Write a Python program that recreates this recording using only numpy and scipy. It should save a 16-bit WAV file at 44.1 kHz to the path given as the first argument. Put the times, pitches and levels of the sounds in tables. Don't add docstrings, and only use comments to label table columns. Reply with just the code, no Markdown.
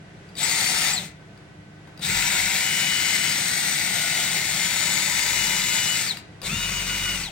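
import sys
import numpy as np
from scipy import signal
from scipy.fft import rfft, irfft, next_fast_len
from scipy.io import wavfile
from scipy.ndimage import uniform_filter1d, map_coordinates

SR = 44100
rng = np.random.default_rng(int(sys.argv[2]) if len(sys.argv) > 2 else 0)


def wav_out(sig):
    wavfile.write(sys.argv[1], SR, np.round(np.clip(np.atleast_2d(sig).T, -1, 1) * 32767).astype(np.int16))


N = 322371

# freq_hz, relative_db
AIR_COLOUR = [(25, -40), (45, -12), (75, -9), (100, -6.5), (170, -1.5), (250, -13.5), (390, -10),
              (530, -15.5), (680, -15), (1000, -20), (2000, -19), (5000, -31), (9000, -37.5), (10500, -45),
              (15000, -63)]
# freq_hz, coherence
AIR_COHERENCE = [(130, 0.9), (300, 0.78), (650, 0.51), (1400, 0)]
# pitch_hz, relative_db
VENT_HUM = [(102.3, -54), (156.1, -52), (301.5, -57.5)]
# pitch_hz, level_db
DUCT_TONES = [(390, -68.5), (684, -62), (1518, -62.5), (1943, -65)]
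# freq_hz, t60_s
ROOM_DECAY = [(200, 0.45), (2000, 0.4), (6000, 0.27), (14000, 0.09)]
# freq_hz, gain_db
WALL_COLOUR = [(300, -4), (2000, -2.5), (5000, -3.5), (9000, 0.5), (14000, -2)]
# freq_hz, left_over_right_db
LEFT_BIAS = [(300, -1.5), (700, 0.5), (1300, 2.5), (2400, 7), (4400, 6), (8000, 7.5), (14000, 17)]
# freq_hz, relative_db
BENCH_COLOUR = [(25, -38), (45, -27), (80, -4), (110, -5), (150, 2), (195, 5.5), (240, -15), (420, -17),
                (700, -44), (3000, -50), (10000, -75)]
# chuck_multiple, relative_db
BIT_RUNOUT = [(1, 0), (2, -4), (3, -10), (4, -4.5)]
# centre_s, level_db
TORQUE_JOLTS = [(1.02, -42), (2.08, -38), (6.53, -32.5)]
# start_s, level_db, knock_offset_db, ring_offset_db
CONTACTS = [(0.29, -43, -6, -12), (0.354, -32, -12, -10), (1.376, -46, -10, -8), (1.874, -46.5, 12.5, -19),
            (1.976, -34, -9, -12), (1.994, -33, 1, -8.5), (6.171, -20, -12, -12), (6.185, -32, -13, -16),
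            (6.417, -21, -8, -10), (6.431, -24, -2, -18)]
# pitch_hz, relative_db, t60_s
STEEL_MODES = [(2010, -17, 0.036), (2780, -5, 0.025), (3900, -5, 0.025), (4740, 5, .025), (8700, -4, .02)]
# time_s, commutation_db, mesh_db
WHINE_LEVELS = [(0.55, -48, -39), (0.85, -42, -41), (2.2, -44, -44), (2.55, -46, -34), (2.63, -34.5, -35),
                (2.9, -33, -32.5), (3.25, -38, -43), (3.65, -54.5, -50), (4.15, -39, -34.5),
                (4.4, -47.5, -38.5), (5.22, -41, -35), (5.36, -32.5, -36), (5.93, -32, -35),
                (6.03, -41, -38), (6.55, -33, -42), (7.12, -34, -53)]
# shaft_multiple, pull1_db, pull2_db, pull3_db
LESSER_TONES = [(2.997, -52, -48.5, -45.5), (7.76, -44, -50, -42), (9.5, -48, -47.5, -51),
                (9.74, -37.5, -49, -53), (9.9, -41, -47, -48), (11.93, -40, -43.5, -52),
                (13.52, -40.5, -55, -52), (19, -42.5, -51, -54), (19.7, -47.5, -63, -62),
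                (28.7, -54, -59, -60)]
# time_s, relative_db
SQUEAL_LEVELS = [(2.2, -7.5), (2.6, -12), (3.05, -9), (3.5, -9), (4.4, -19), (4.85, -10), (5.4, -14.5),
                 (5.95, -10.5)]
# freq_hz, pull1_db, pull2_db, pull3_db
HOUSING_COLOUR = [(280, -16.5, -15, -12.5), (450, -21, -20.5, -17.5), (890, -10.5, -12.5, -15.5),
                  (1095, -20.5, -20.5, -14.5), (1483, -9, -6.5, -10), (1670, -11.5, -11, -13.5),
                  (2046, -1.5, 0.5, -3.7), (2520, -6.8, -6.5, -5.5), (3040, -13.5, -11.5, -11),
                  (3610, -5.5, -4.5, -9.5), (5480, -11, -9, -11.5), (8610, -8.5, -8.5, -11),
                  (9860, -21, -19.5, -23.5), (15500, -18.5, -16.5, -20.5)]
# centre_s, level_db
GEAR_CLATTERS = [(1.052, -47), (2.038, -39), (6.19, -49), (6.462, -38.5)]
# time_s, sag_hz
LOAD_SAG = [(2.0, 0), (2.17, 7.2), (2.3, 4.6), (2.43, 5.8), (2.8, 0.4), (3.2, 0), (4.35, 0.7), (4.7, 1.6),
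            (5.45, 6.1), (5.96, 1.2), (6.3, 0)]
# start_s, release_s, gears_seat_s, standstill_s, full_speed_hz,
# slowdown_bend (1 = straight), rattle_db, drone_db, cogging_db, bit_wobble_db
TRIGGER_PULLS = [(0.359, 0.885, 0.967, 1.15, 464.2, 1.25, -25, -43.5, -27.5, -62),
                 (2.007, 5.93, 6.12, 6.205, 492, 2.6, -26.5, -59, -27, -76.5),
                 (6.421, 7.12, 7.268, 7.365, 486, 2.05, -30.5, -55.5, -28.5, -41)]

MESH_ORDER, GEAR_RATIO = 14.25, 10.3
LOAD_RATTLE_DB, LOAD_DRONE_DB, LOAD_WOBBLE_DB = 0.17, 1.98, 5
TIME = np.arange(N) / SR


def amp(db):
    return 10 ** (np.asarray(db) / 20)


def unit(x):
    return x / np.sqrt(np.mean(x ** 2) + 1e-20)


def along(points, hz):
    freqs, values = np.transpose(points)
    return np.interp(np.log(hz + 1), np.log(freqs + 1), values)


def curves(rows):
    times, *columns = np.transpose(rows)
    return [np.interp(TIME, times, column) for column in columns]


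def swells(rows, half_s):
    return sum(amp(db) * np.exp(-((TIME - centre_s) / half_s) ** 2) for centre_s, db in rows)


def wobble(rate):
    return map_coordinates(rng.standard_normal(int(N * rate / SR) + 4), [TIME * rate])


def filtered(x, response):
    size = next_fast_len(N + SR // 2)
    return irfft(rfft(x, size) * response(np.fft.rfftfreq(size, 1 / SR)), size)[..., :N]


def coloured(x, colour):
    return unit(filtered(x, lambda hz: amp(along(colour, hz))))


def resonance(hz, centre_hz, width_hz):
    return 1j * hz * width_hz / (centre_hz ** 2 - hz ** 2 + 1j * hz * width_hz)


def tone(turns, multiple, flutter_db=2.5, slip=0.26):
    phase = 2 * np.pi * (multiple * turns + rng.random()) + slip * wobble(70)
    return np.sqrt(2) * np.sin(phase) * unit(amp(flutter_db * wobble(22)))


def ventilation(air_db=-47.5, hum_trim_db=-2):
    def spread(hz):
        angle = np.arccos(np.clip(along(AIR_COHERENCE, hz), -1, 1)) / 2
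        return np.array([np.cos(angle), np.sin(angle)])
    mid, side = filtered(coloured(rng.standard_normal((2, N)), AIR_COLOUR), spread)
    hum = sum(amp(db + hum_trim_db) * tone(TIME, hz, slip=0.46) for hz, db in VENT_HUM)
    ducts = sum(amp(db) * np.array([tone(TIME, hz, slip=1.06) for port in range(2)])
                for hz, db in DUCT_TONES)
    return amp(air_db + wobble(5.5)) * np.array([mid + side, mid - side]) + hum + ducts


def workshop_reverb(x, early_db=3, early_t60_s=0.044, count=16):
    hz, t, noise = signal.stft(rng.standard_normal((count, 2, SR // 3)), SR, nperseg=256)
    decay = amp(-60 * t / along(ROOM_DECAY, hz)[:, None]) + amp(early_db - 60 * t / early_t60_s)
    tails = signal.istft(noise * decay, SR, nperseg=256)[1]
    hop = N // (count - 2)
    send = np.pad(filtered(x, lambda hz: amp(along(WALL_COLOUR, hz))), (hop, 2 * hop))
    wet = np.zeros((2, len(send) + SR))
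    for k, tail in enumerate(tails):
        piece = send[k * hop:][:2 * hop] * signal.windows.cosine(2 * hop)
        answer = signal.fftconvolve(piece[None], tail / np.linalg.norm(tail[0]), axes=1)
        wet[:, k * hop:][:, :answer.shape[1]] += answer
    return wet[:, hop:hop + N]


def pan_left(x, lag_ms=0.045):
    def response(hz):
        left = amp(along(LEFT_BIAS, hz) / 2) * np.exp(1j * np.pi * hz * lag_ms / 1000)
        pair = np.array([left, 1 / left])
        return pair / np.sqrt(np.mean(abs(pair) ** 2, axis=0))
    return filtered(x, response)


def bench_thrum(speed, turns, push_db, running_db=-44, resting_db=-54):
    spin = speed / speed.max()
    push = sum(amp(db) * tone(turns / GEAR_RATIO, multiple, flutter_db=0, slip=0.05)
               for multiple, db in BIT_RUNOUT)
    rumble = coloured(rng.standard_normal(N), BENCH_COLOUR)
    shaking = np.hypot(amp(resting_db), amp(running_db) * spin) + swells(TORQUE_JOLTS, half_s=0.048)
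    return amp(push_db) * spin ** 2 * push + shaking * rumble


def contact_clicks(crack_db=-7, knock_trim_db=-5, crack_t60_s=0.011, knock_t60_s=0.14):
    metal, knocks = np.zeros((2, N + SR))
    t = np.arange(SR // 8) / SR
    for start_s, db, knock_db, ring_db in CONTACTS:
        ring = sum(amp(mode_db + rng.normal(0, 2) - 60 * t / t60) * np.sin(2 * np.pi * hz * t)
                   for hz, mode_db, t60 in STEEL_MODES)
        crack = amp(crack_db - 60 * t / crack_t60_s) * rng.standard_normal(len(t))
        knock = amp(knock_trim_db - 60 * t / knock_t60_s) * rng.standard_normal(len(t))
        onset = round(start_s * SR)
        metal[onset:][:len(t)] += amp(db) * (amp(ring_db) * ring + crack)
        knocks[onset:][:len(t)] += amp(db + knock_db) * knock
    clicks = metal[:N] + filtered(knocks[:N], lambda hz: 2 * resonance(hz, 460, 550))
    return filtered(clicks, lambda hz: 1 / (1 + 1j * hz / 9000))


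def shaft_drive(sag_hz, spin_up_s=0.04, seat_drop_db=2.5, seat_fade_s=0.012):
    speed = np.zeros(N)
    envelope = swells(GEAR_CLATTERS, half_s=0.027)
    for start_s, release_s, seat_s, standstill_s, full_hz, bend, rattle_db, *_ in TRIGGER_PULLS:
        rise = 1 - np.exp(-np.maximum(TIME - start_s, 0) / spin_up_s)
        fall = 1 - np.clip((TIME - release_s) / (standstill_s - release_s), 0, 1) ** bend
        speed += (full_hz - sag_hz) * rise * fall
        seated = np.clip((TIME - seat_s) / seat_fade_s + 0.5, 0, 1)
        level = amp(rattle_db + LOAD_RATTLE_DB * sag_hz - seat_drop_db * seated)
        envelope += level * rise ** 0.99 * fall ** 2.2
    return speed * (1 + 0.0008 * wobble(18)), envelope


def braking(speed):
    return np.clip(-uniform_filter1d(np.gradient(speed), SR // 30) * SR / 1200, 0, 1)


def brake_chirp(speed, turns, cog_db, mesh_db=-44, growl_db=-48):
    def sweep(multiple, centre_hz, width_hz, slip=0.26):
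        emphasis = abs(resonance(multiple * speed, centre_hz, width_hz)) ** 2
        return emphasis * tone(turns, multiple, slip=slip)
    judder = unit(1 + 0.57 * wobble(450))
    cog = amp(cog_db) * sweep(12, 3993, 890, slip=0.7)
    mesh = amp(mesh_db) * sweep(MESH_ORDER, 6800, 1500)
    growl = amp(growl_db) * sweep(3, 860, 440)
    return braking(speed) * judder * (cog + mesh + growl)


def motor_whine(speed, turns, pull, drone_db, flare_db=23, gear_play=0.068):
    spin = np.clip(speed / 465, 0, 1)
    lesser = np.zeros(N)
    for multiple, *pull_db in LESSER_TONES:
        flare = 1 + amp(flare_db) * abs(resonance(multiple * speed, 7700, 480)) ** 2
        partial = tone(turns, multiple, flutter_db=4.5, slip=gear_play * multiple)
        lesser += amp(pull_db)[pull] * flare * partial
    commutation_db, mesh_db = curves(WHINE_LEVELS)
    commutation = amp(commutation_db + 0.5) * tone(turns, 6, flutter_db=1.8, slip=0.15)
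    commutation *= amp(-4 * braking(speed))
    mesh = amp(mesh_db) * (tone(turns, MESH_ORDER, slip=0.3) + 0.5 * tone(turns, 14.36, slip=0.3))
    drone = amp(drone_db) * tone(turns, 1.99, flutter_db=1.5, slip=0.2)
    return spin ** 3.7 * (lesser + commutation + mesh) + spin ** 2 * drone


def cutting_edge(bite, sag_hz, start_s=1.99, end_s=6.09, fade_s=0.09):
    grind = unit(filtered(bite * rng.standard_normal(N), lambda hz: resonance(hz, 2166, 300)))
    grind_db = -7 - 2.5 * (TIME - start_s)
    squeal_hz = 8220 - 104.5 * sag_hz
    narrow_noise = wobble(600) + 1j * wobble(600)
    squeal = unit(np.real(narrow_noise * np.exp(2j * np.pi * np.cumsum(squeal_hz) / SR)))
    squeal_db, = curves(SQUEAL_LEVELS)
    contact = np.clip(np.minimum(TIME - start_s, end_s - TIME) / fade_s, 0, 1)
    return contact * (amp(grind_db) * grind + amp(squeal_db) * squeal)


def housing(force, speed, pull):
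    colours = np.array(HOUSING_COLOUR)
    shell = np.choose(pull, [coloured(force, colours[:, [0, k + 1]]) for k in range(len(TRIGGER_PULLS))])
    ring = unit(filtered(force, lambda hz: resonance(hz, 3770, 380) + 0.25 * resonance(hz, 7850, 770)))
    rising = np.gradient(uniform_filter1d(speed, SR // 100)) > 0
    ring_mix = 0.57 * np.clip((380 - speed) / 100, 0, 1) * rising
    return np.sqrt(1 - ring_mix) * shell + np.sqrt(ring_mix) * ring


def drill_rattle(speed, sag_hz, turns, envelope, pull, scatter_db=6.25, flute_db=-0.5):
    teeth = np.diff(np.floor(MESH_ORDER * turns + 0.25 * wobble(2500)), prepend=0) > 0
    strikes = unit(teeth * np.tanh(rng.standard_normal(N)) * amp(scatter_db * np.tanh(wobble(900))))
    flutes = np.sin(4 * np.pi * turns / GEAR_RATIO)
    bite = amp(flute_db * flutes + 0.65 * wobble(160) + 0.59 * wobble(25))
    force = (strikes + rng.standard_normal(N)) * bite
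    rattle = envelope * (housing(force, speed, pull) + cutting_edge(bite, sag_hz))
    return filtered(rattle, lambda hz: hz ** 2 / (hz ** 2 + 70 ** 2))


def scene():
    start_s, *_, drone_db, cog_db, push_db = np.transpose(TRIGGER_PULLS)
    pull = np.searchsorted(start_s[1:], TIME)
    sag_hz, = curves(LOAD_SAG)
    speed, envelope = shaft_drive(sag_hz)
    turns = np.cumsum(speed) / SR
    near, far = [drill_rattle(speed, sag_hz, turns, envelope, pull) for face in range(2)]
    clicks = contact_clicks()
    tones = motor_whine(speed, turns, pull, drone_db[pull] + LOAD_DRONE_DB * sag_hz)
    tones += brake_chirp(speed, turns, cog_db[pull])
    send = amp(-3.5) * far + amp(-3) * near + clicks + amp(-5) * tones
    room = workshop_reverb(send) * amp([[2], [-3]])
    bench = bench_thrum(speed, turns, push_db[pull] + LOAD_WOBBLE_DB * sag_hz) * amp([[0.5], [-0.5]])
    return pan_left(near + clicks + tones) + room + bench + ventilation()


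def record(dry):
    return filtered(dry, lambda hz: hz < 15800)


dry = scene()
out = record(dry)
wav_out(out)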